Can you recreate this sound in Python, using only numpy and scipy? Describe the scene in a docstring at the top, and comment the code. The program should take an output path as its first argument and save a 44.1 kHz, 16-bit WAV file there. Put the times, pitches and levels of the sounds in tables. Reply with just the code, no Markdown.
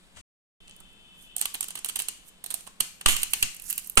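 """A plastic disc pried into its two layers by hand, close to the right microphone in a quiet room.
A nail picks at the rim in dry clicks; the glue cracks, tears and peels, and the flexing disc
knocks and pushes air at the microphone. The desk and the room answer briefly, over a faint hum
and a thin whine. Early on the sound drops out for a moment."""
import sys
import numpy as np
from scipy import signal
from scipy.fft import rfft, irfft
from scipy.io import wavfile
from scipy.ndimage import uniform_filter1d

SR = 44100
rng = np.random.default_rng(int(sys.argv[2]) if len(sys.argv) > 2 else 0)


def master(y):
    """Save y as 16-bit WAV."""
    cut = np.clip(np.atleast_2d(y).T, -1, 1)
    pcm = np.round(cut * 32767)  # scale
    wavfile.write(sys.argv[1], SR, pcm.astype(np.int16))


N = 176400

# Nail clicks and glue cracks: start_s, level_db, rise_ms, fall_ms, left_db, body_db, ring_db, sizzle_db
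CLICK_EVENTS = [(0.1701, -44.5, 0.74, 1.6, 10, 15, -2, -10.0), (0.677, -48, 0.66, 0.79, -14, -5, 6, -16),
                (0.6809, -41, 0.62, 0.41, -1, -3, 3.0, -17), (0.6963, -42.5, 0.49, 0.5, -7, 4, 4, -4.0),
                (0.7112, -41, 0.22, 0.38, -1, -15, 2, -31), (0.7644, -41.5, 0.86, 2.2, -22, -11, -2.0, 5),
                (0.8032, -38, 0.3, 1.9, -15, -3, -4, 3), (0.8075, -48.5, 0.74, 1.3, 0.0, 17.5, -6, -4.0),
                (0.93, -56, 1.0, 2.0, -11, -8, -1, 8), (1.3655, -15.5, 0.48, 0.71, -10, -9, -8.0, 7.5),
                (1.3822, -21.5, 0.76, 1.5, -12, -15.0, -6, -5), (1.3948, -26, 3, 6.5, -3.5, -4, -1.0, 4),
                (1.4147, -9.5, 1.3, 0.78, -13, -6.5, -4.5, 0),
                (1.4244, -17.5, 3.9, 3.1, -1.5, -0.5, -4.5, -1.0), (1.4566, -15, 1.1, 1.5, -5.5, 0.5, 6, 7),
                (1.5423, -24.5, 0.87, 1.8, -19, 7, -14, 13), (1.5461, -25, 0.86, 0.98, -1.0, 5.0, 13.5, 11),
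                (1.5528, -23, 1.1, 2.1, -7, 6, -1, 1), (1.6086, -13.5, 0.75, 1.6, -8.5, -4.0, -6.5, 3.5),
                (1.6284, -18.5, 0.42, 3.4, -7, -3.0, -3.0, -5), (1.6436, -24.5, 1.6, 0.85, -7.0, 4, -1, 4),
                (1.685, -24.5, 1.2, 2.4, -7, 0.0, -1, 6), (1.706, -24.0, 0.65, 3.3, -7.0, 0.5, -1, -4),
                (1.755, -22.0, 0.85, 2.7, -6.0, 4, 1.5, 3), (1.776, -28, 2.9, 3.7, -5, 7.5, 6, 1),
                (1.7909, -27, 1.3, 1.3, -6.0, -2, -6, -2), (1.8467, -16.0, 0.57, 1.5, -8, -3, 2.5, 3.5),
                (1.858, -29.0, 2.8, 1.7, -9, 10.5, 6, 12), (1.8606, -22, 0.43, 3.3, -6, 0.5, -9, 4),
                (1.8896, -19, 2.7, 1, -9, -0.5, 0, 2), (1.8967, -20, 2.2, 2.6, -7.5, 1, 3, 4),
                (1.9581, -18, 0.62, 1.7, -8, -9.0, -6, 5), (1.9602, -17.5, 0.83, 2.3, -8, -2.5, 5, -2),
                (1.9685, -22.0, 1.8, 1.9, -6, 5.5, -4, 6), (1.9925, -15, 1.9, 2.9, -4.5, -3.5, 1, 1),
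                (2.0014, -19, 0.75, 1.2, -11, 4, 7, 9), (2.0066, -23, 2.0, 3.9, -6, 2.5, -3, 3.0),
                (2.0205, -19.5, 0.75, 2.9, -12, -10, -6, -2),
                (2.0855, -14.5, 0.76, 3.3, -9.5, -3, 0.5, -0.5), (2.441, -23.5, 0.6, 2.9, -8.5, 2.5, -1, 8),
                (2.463, -23.5, 1.1, 2.4, -11.5, 2, 3, 4), (2.505, -19.5, 1, 4.4, -20, -0.5, 2, 1),
                (2.5107, -22.0, 0.36, 2.7, -6, 2.5, -1.0, 6), (2.5238, -30.5, 1.6, 0.97, -8, 6, -8, -2),
                (2.5423, -13.5, 1, 2.4, -13.5, -3.5, -3.5, 5.5), (2.6087, -33, 0.92, 1.7, -15, -2, -4, -10),
                (2.6684, -35, 1.9, 3.5, -5, 8.0, 4.5, -2), (2.6749, -31.0, 1.2, 2.8, -8.0, 12.0, 1, -7),
                (2.8061, -7.0, 1.2, 1.9, -7.5, 1, 2.5, 4), (3.0128, -27.5, 1.34, 2.0, -3, 8.5, 5.0, 1),
                (3.0609, -5, 0.69, 2.1, -1.0, 8.5, 8, -3.5), (3.087, -15.5, 1.5, 6.3, -6.5, 14, 6, -8),
                (3.1675, -16, 2.3, 1.4, -7.0, 3.5, 8.5, 6), (3.2214, -23, 0.45, 1.3, -6, -8.0, -2, 3.0),
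                (3.2322, -10.0, 0.34, 2.4, -8.5, -2, 3.5, 5.5), (3.3353, -8, 0.57, 1.8, -7, 0.92, 5.5, 7.5),
                (3.4274, -5.5, 1.05, 2.55, -3, -2.5, 3, 2), (3.547, -35, 0.27, 1.0, -9, -10, -6, 17),
                (3.566, -32.5, 0.5, 1.4, -12.0, -13, -11, 6.0), (3.5987, -31.0, 1.0, 1.5, -9.0, -9, 1, 5),
                (3.6223, -31.0, 2.2, 2.46, -14, -10, -3.0, 12), (3.7082, -21.5, 5.4, 3.7, -12, -1.5, 8, 23),
                (3.7278, -20, 0.46, 2.2, -10.0, -1, 6, 15), (3.7597, -34, 1.8, 2.4, -16, -20, -1.0, 15),
                (3.779, -17, 0.17, 2.3, -10.0, -5, 3.0, 13.5),
                (3.8474, -36, 0.93, 1.5, -18, -17, -12.0, 6.5),
                (3.8749, -30.5, 2.3, 1.2, -18, -18, -14, 18), (3.898, -23.5, 0.3, 0.87, -13, -21, -6, 17),
                (3.9207, -39, 0.8, 1.1, -19, -20, -19, -12), (3.9563, -32, 0.3, 0.38, -22, -9, -24, 11),
                (3.974, -2.5, 0.98, 4, -6, 10.5, 4, -17)]
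# Centres of a click's body, ring, plain treble and sizzle: freq_hz
CLICK_BANDS_HZ = [1000, 3000, 7500, 13000]
# The disc's tone up close: freq_hz, left_db, right_db
DISC_SPECTRUM = [(60, -20.5, -24.5), (410, -11.5, -11.5), (556, -16, -18), (760, -12, -10),
                 (1110, -10, -8.5), (1600, -8.5, -13), (2270, -10.5, -9), (2860, -4, -6.5),
                 (3560, -9.5, -13), (4190, -4, -5.5), (5230, -10, -13.5), (6980, -1.5, -5.5),
                 (8650, -0.5, 8.5), (10780, -16, -1), (11940, -25, -0.5), (15550, -19, -12.5),
                 (16500, -34, -34)]
# Its main resonance, sinking unevenly as the layers part: time_s, pitch_hz
DISC_RESONANCE = [(1.36, 3220), (1.96, 3170), (2.09, 2980), (2.44, 3670), (2.81, 3080), (3.06, 3160),
                  (3.43, 2730), (3.97, 2810)]
# Bending modes set off by some clicks: start_s, pitch_hz, level_db
KNOCK_EVENTS = [(0.807, 1330, -53), (1.365, 720, -41.5), (1.456, 1160, -35.5), (2.442, 710, -45.5),
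                (2.542, 690, -39), (2.674, 1080, -42), (3.0607, 1186, -19.5), (3.975, 1335, -18.5)]
# Friction strokes, one list of points each: time_s, level_db
TEAR_STROKES = [
    [(3.064, -30), (3.076, -29), (3.087, -16), (3.105, -20), (3.125, -21.5), (3.155, -31.5), (3.22, -33.5)],
    [(3.977, -13.5), (3.988, -20.5), (3.998, -14.5), (4.02, -20)],
]  # glue tearing after the two big cracks
PEEL_STROKES = [
    [(1.14, -71), (1.23, -51.5), (1.29, -68)],
    [(2.24, -68), (2.285, -45), (2.31, -67.5)],
    [(3.305, -33), (3.315, -41), (3.37, -46), (3.42, -33.5)],
    [(3.61, -59), (3.645, -41.5), (3.686, -37), (3.696, -28), (3.703, -20), (3.714, -40), (3.745, -46.5),
     (3.775, -60), (3.79, -28), (3.81, -58), (3.85, -44), (3.89, -49), (3.96, -84)],
]  # layers peeling, fingers sliding
GRIP_STROKES = [
    [(.13, -72), (.158, -55), (.172, -44), (.21, -49.5), (.23, -62)],
]  # the left hand closing on the disc
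RUMBLE_STROKES = [
    [(.60, -54), (.68, -51), (.81, -61), (.93, -55), (1.05, -85)],
    [(3.07, -26.5), (3.095, -24), (3.12, -57), (3.2, -61), (3.3, -48), (3.44, -44), (3.52, -63),
     (3.68, -48), (3.78, -67)],
]  # hands moving, the disc springing back
# Their tone at the microphones: freq_hz, left_db, right_db
TEAR_SPECTRUM = [(60, -33, -2), (197, -11, -18), (400, -25, -10), (900, -15, -12.5), (1500, -17, -5.5),
                 (3020, 3.5, 7.5), (4860, -10, -10), (7500, 2, 2.5), (8260, -5, 8.5), (12200, -6, -2.5),
                 (16500, -23, -17)]
PEEL_SPECTRUM = [(200, -45, -38), (700, -24, -38), (1610, -15, -11.5), (3000, -26, -17.5), (4930, -14, -13),
                 (7040, -9, -3), (8600, -21, 2.5), (12400, -25, -0.5), (14900, -29, -9), (16500, -38, -25)]
GRIP_SPECTRUM = [(30, 7, 3), (75, 18, 10), (200, -4, -17), (600, -4, -12), (1500, -3, -3), (2900, 5, 1),
                 (5400, -7, -11), (8400, 4.5, -3), (11000, -16, -14), (16000, -30, -32)]
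RUMBLE_SPECTRUM = [(25, -13, 15), (60, -12, -2), (120, -20, -10), (171, -14, -1.5), (300, -27, -16),
                   (600, -42, -32), (2000, -70, -65)]
# Air pushed by the flexing disc: start_s, swing_db, rumble_db, fall_s
PUFF_EVENTS = [(2.807, -31, -34.5, 0.016), (3.061, -14, -34, 0.072), (3.43, -22, -36.5, 0.028),
               (3.975, -12.5, -22, 0.054)]
# The rumble in a puff: freq_hz, level_db
PUFF_SPECTRUM = [(15, -5), (35, -4), (65, -7.5), (120, -14), (170, -7.5), (240, -15), (400, -34),
                 (1000, -58), (3000, -86)]
# The room's decay: freq_hz, t60_s
ROOM_DECAY = [(150, 0.44), (600, 0.3), (2200, 0.53), (3000, 0.44), (4000, 0.43), (7000, 0.43), (9000, 0.41),
              (15000, 0.45)]
# The room's tail and its steady noise: freq_hz, left_db, right_db
TAIL_SPECTRUM = [(149, -11, -9), (590, -11.5, -11.5), (1540, -9, -11), (2300, -7, -11), (3080, -9, -10),
                 (4160, -7, -10.5), (5170, -3, -12.5), (7300, -7.5, -13.5), (9400, -22.5, -13),
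                 (13000, -20.5, -15.5), (16000, -23, -20)]
FLOOR_SPECTRUM = [(25, 4.5, 5.5), (61, -6, -17.5), (120, -14, -9), (172, -5.5, -8.5), (297, -12, -11),
                  (670, -15.5, -16.5), (2000, -17, -18.5), (3760, -14.5, -17.5), (5900, -25, -32),
                  (9000, -17.5, -17), (10300, -33, -24.5), (16000, -40, -41)]
# Low hum: pitch_hz, level_db
HUM_BANDS = [(178, -69.5), (210, -75)]
# Thin whine: pitch_hz, width_hz, relative_db
WHINE_BANDS = [(2530, 57, -11.5), (2656, 55, -1), (2964, 13, -0.5), (3087, 81, 2.5), (3440, 86, -2),
               (3550, 59, -1.5)]
# Its swell and fade: time_s, level_db
WHINE_SWELL = [(.3, -92), (.58, -66), (1.0, -63.5), (1.4, -59.5), (1.9, -69), (2.25, -70.5), (2.8, -86)]

LEFT_LAG_S, LEFT_FALL_RATIO, MIC_CORRELATION = .00016, 2.3, 0.53
GRIT_DB, RESONANCE_WIDTH_HZ, RESONANCE_DB = 1.96, 530, 6.5
KNOCK_T60_S, KNOCK_LEFT_DB = .04, -5
SLIPS_PER_S = 2500
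SWING_HZ, PUFF_RISE_S, PUFF_LEFT_DB = 6.4, 0.0028, -42
DESK_DB, DESK_FALL_S, FLOOR_DB = -14, 0.0044, -58
DROPOUT_START_S, DROPOUT_END_S, CUTOFF_HZ, CEILING = .213, .604, 16500, .95


def click(start_s, level_db, rise_ms, fall_ms, left_db, body_db, ring_db, sizzle_db):
    """A burst of tiny fractures swells and dies within milliseconds, coloured by the disc."""
    size = 2048
    lead_s = size // 4 / SR
    t, hz = np.arange(size) / SR - lead_s, np.fft.rfftfreq(size, 1 / SR)
    ms = (t - np.array([[LEFT_LAG_S], [0]])) * 1000
    falls_ms = fall_ms * np.array([[LEFT_FALL_RATIO], [1]])
    envelope = np.exp(np.minimum(ms, 0) / rise_ms - np.maximum(ms, 0) / falls_ms)
    grit = amp(GRIT_DB * unit(uniform_filter1d(rng.standard_normal(size), size=16)))
    spectrum = rfft(mic_noise(size) * envelope * grit)
    spectrum /= np.sqrt(uniform_filter1d(abs(spectrum) ** 2, size=80))  # flatten before colouring
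    tint_db = np.interp(hz, CLICK_BANDS_HZ, [body_db, ring_db, 0, sizzle_db])
    spectrum *= amp(at_hz(DISC_SPECTRUM, hz) + tint_db)
    resonance_hz = np.interp(start_s, *np.transpose(DISC_RESONANCE))
    spectrum *= 1 + amp(RESONANCE_DB) / (1 + 2j * (hz - resonance_hz) / RESONANCE_WIDTH_HZ)
    # The bright range sets the balance; the treble's energy, taken over 1 ms, sets the level.
    bright, treble = hz > 1900, (hz > 4500) & (hz < 10500)
    spectrum *= amp([[left_db], [0]]) / np.linalg.norm(spectrum[:, bright], axis=1, keepdims=True)
    gain = amp(level_db) * np.sqrt(SR / 1000) / np.linalg.norm(irfft(spectrum * treble))
    return start_s - lead_s, gain * irfft(spectrum)


def knock(start_s, pitch_hz, level_db):
    """A low bending mode of the disc, quickly damped by the fingers."""
    t = np.arange(SR // 8) / SR
    ring = amp(level_db - 60 * t / KNOCK_T60_S) * np.sin(2 * np.pi * pitch_hz * t)
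    return start_s, ring * amp([[KNOCK_LEFT_DB], [0]])


def friction(strokes, spectrum, grain_db, hiss):
    """Glue or skin gives way in dense slips of uneven size, following the level of each stroke."""
    t = np.arange(N) / SR
    level = sum(amp(np.interp(t, *np.transpose(stroke), left=-200, right=-200)) for stroke in strokes)
    slipping = rng.random(N) < SLIPS_PER_S / SR
    slips = slipping * amp(grain_db * np.minimum(rng.exponential(1, N), 4))
    grains = unit(signal.lfilter([1], [1, -.85], slips)) + hiss
    return level * unit(coloured(mic_noise(N) * grains, spectrum)) / np.sqrt(2)


def puff(start_s, swing_db, rumble_db, fall_s):
    """The disc springs open: a slow swing of pressure and a low rumble hit the right microphone."""
    t = np.arange(SR // 2) / SR
    swing = -amp(swing_db) * np.cos(2 * np.pi * SWING_HZ * t)
    rumble = amp(rumble_db) * unit(coloured(rng.standard_normal((2, len(t))), PUFF_SPECTRUM))
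    envelope = (1 - np.exp(-t / PUFF_RISE_S)) * np.exp(-t / fall_s)
    return start_s, (swing + rumble) * envelope * amp([[PUFF_LEFT_DB], [0]])


def room_reflections(handling, directions=4):
    """The disc radiates differently each way; each direction has its own desk bounce and room tail."""
    t = np.arange(SR) / SR
    wet = np.zeros((2, N))
    for _ in range(directions):
        hz, age_s, bands = signal.stft(rng.standard_normal((2, SR)), SR, nperseg=256)
        bands *= amp(-60 * age_s / at_hz(ROOM_DECAY, hz).T)
        tail = signal.istft(bands, SR, nperseg=256)[1][:, :SR]
        tail *= np.clip((t - .004) / 0.0032, 0, 1)  # arrives 4 ms behind the direct sound
        tail = coloured(tail / np.linalg.norm(tail[0]), TAIL_SPECTRUM)
        desk = rng.standard_normal((2, SR)) * np.exp(-t / DESK_FALL_S) * (t > .001)
        desk *= amp(DESK_DB) / np.linalg.norm(desk[0])
        radiated = (track(click, CLICK_EVENTS) + handling).sum(0)
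        wet += signal.fftconvolve(radiated[None], tail + desk, axes=1)[:, :N]
    return wet / np.sqrt(directions)


def room_tone():
    """Steady room noise, a wavering low hum and a thin whine that swells and fades."""
    hum = sum(amp(db) * noise_band(hz, width_hz=20) for hz, db in HUM_BANDS)
    whine = sum(amp(db) * noise_band(hz, width_hz) for hz, width_hz, db in WHINE_BANDS)
    whine *= amp([[1.5], [-2.5]])  # a little to the left
    whine *= amp(np.interp(np.arange(N) / SR, *np.transpose(WHINE_SWELL)))
    floor = amp(FLOOR_DB) * unit(coloured(mic_noise(N), FLOOR_SPECTRUM))
    return floor + hum + whine


def mic_noise(size):
    """Noise partly shared by the two microphones, reaching the farther, left one later."""
    own, right = rng.standard_normal((2, size))
    delayed = np.roll(right, round(LEFT_LAG_S * SR))
    left = MIC_CORRELATION * delayed + np.sqrt(1 - MIC_CORRELATION ** 2) * own
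    return np.array([left, right])


def noise_band(pitch_hz, width_hz):
    """Narrow noise, heard as a wavering tone."""
    detuning = 2 * (np.fft.rfftfreq(N, 1 / SR) - pitch_hz) / width_hz
    return unit(irfft(rfft(mic_noise(N)) / (1 + detuning ** 2), N))


def amp(db):
    """Decibels to gain."""
    return 10 ** (np.asarray(db) / 20)


def unit(x):
    """Scales to rms 1."""
    return x / np.sqrt(np.mean(x ** 2) + 1e-20)


def at_hz(table, hz):
    """Each column of a spectrum table at the given frequencies."""
    table_hz, *columns = np.transpose(table)
    return np.array([np.interp(np.log(hz + 1), np.log(table_hz + 1), column) for column in columns])


def coloured(x, table):
    """Filters by a spectrum table; one channel per column."""
    size = x.shape[-1]
    gain = amp(at_hz(table, np.fft.rfftfreq(2 * size, 1 / SR)))
    return irfft(rfft(x, 2 * size) * gain)[:, :size]


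def track(source, events):
    """Plays a source afresh for each event, onto one stereo track."""
    mix = np.zeros((2, N))
    for event in events:
        start_s, sound = source(*event)
        span = mix[:, max(round(start_s * SR), 0):][:, :sound.shape[1]]
        span += sound[:, :span.shape[1]]
    return mix


def scene():
    """The disc close up on the right, with the room behind it."""
    air = track(puff, PUFF_EVENTS)
    handling = track(knock, KNOCK_EVENTS)
    handling += friction(TEAR_STROKES, TEAR_SPECTRUM, grain_db=1.5, hiss=0.46)
    handling += friction(PEEL_STROKES, PEEL_SPECTRUM, grain_db=4.5, hiss=0.44)
    handling += friction(GRIP_STROKES, GRIP_SPECTRUM, grain_db=1, hiss=0.95)
    air += friction(RUMBLE_STROKES, RUMBLE_SPECTRUM, grain_db=5, hiss=2.4)
    return track(click, CLICK_EVENTS) + handling + air + room_reflections(handling) + room_tone()


def record(dry):
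    """Soft overload on the loudest peaks, a short dropout, and a cut of the highest treble."""
    t = np.arange(N) / SR
    limited = dry / (1 + (dry / CEILING) ** 4) ** (1 / 4)
    gate = uniform_filter1d(1. * ((t < DROPOUT_START_S) | (t > DROPOUT_END_S)), size=100)
    lowpass = signal.firwin(255, CUTOFF_HZ, window=("kaiser", 8), fs=SR)
    return signal.oaconvolve(limited * gate, lowpass[None], "same")


dry = scene()
out = record(dry)
master(out)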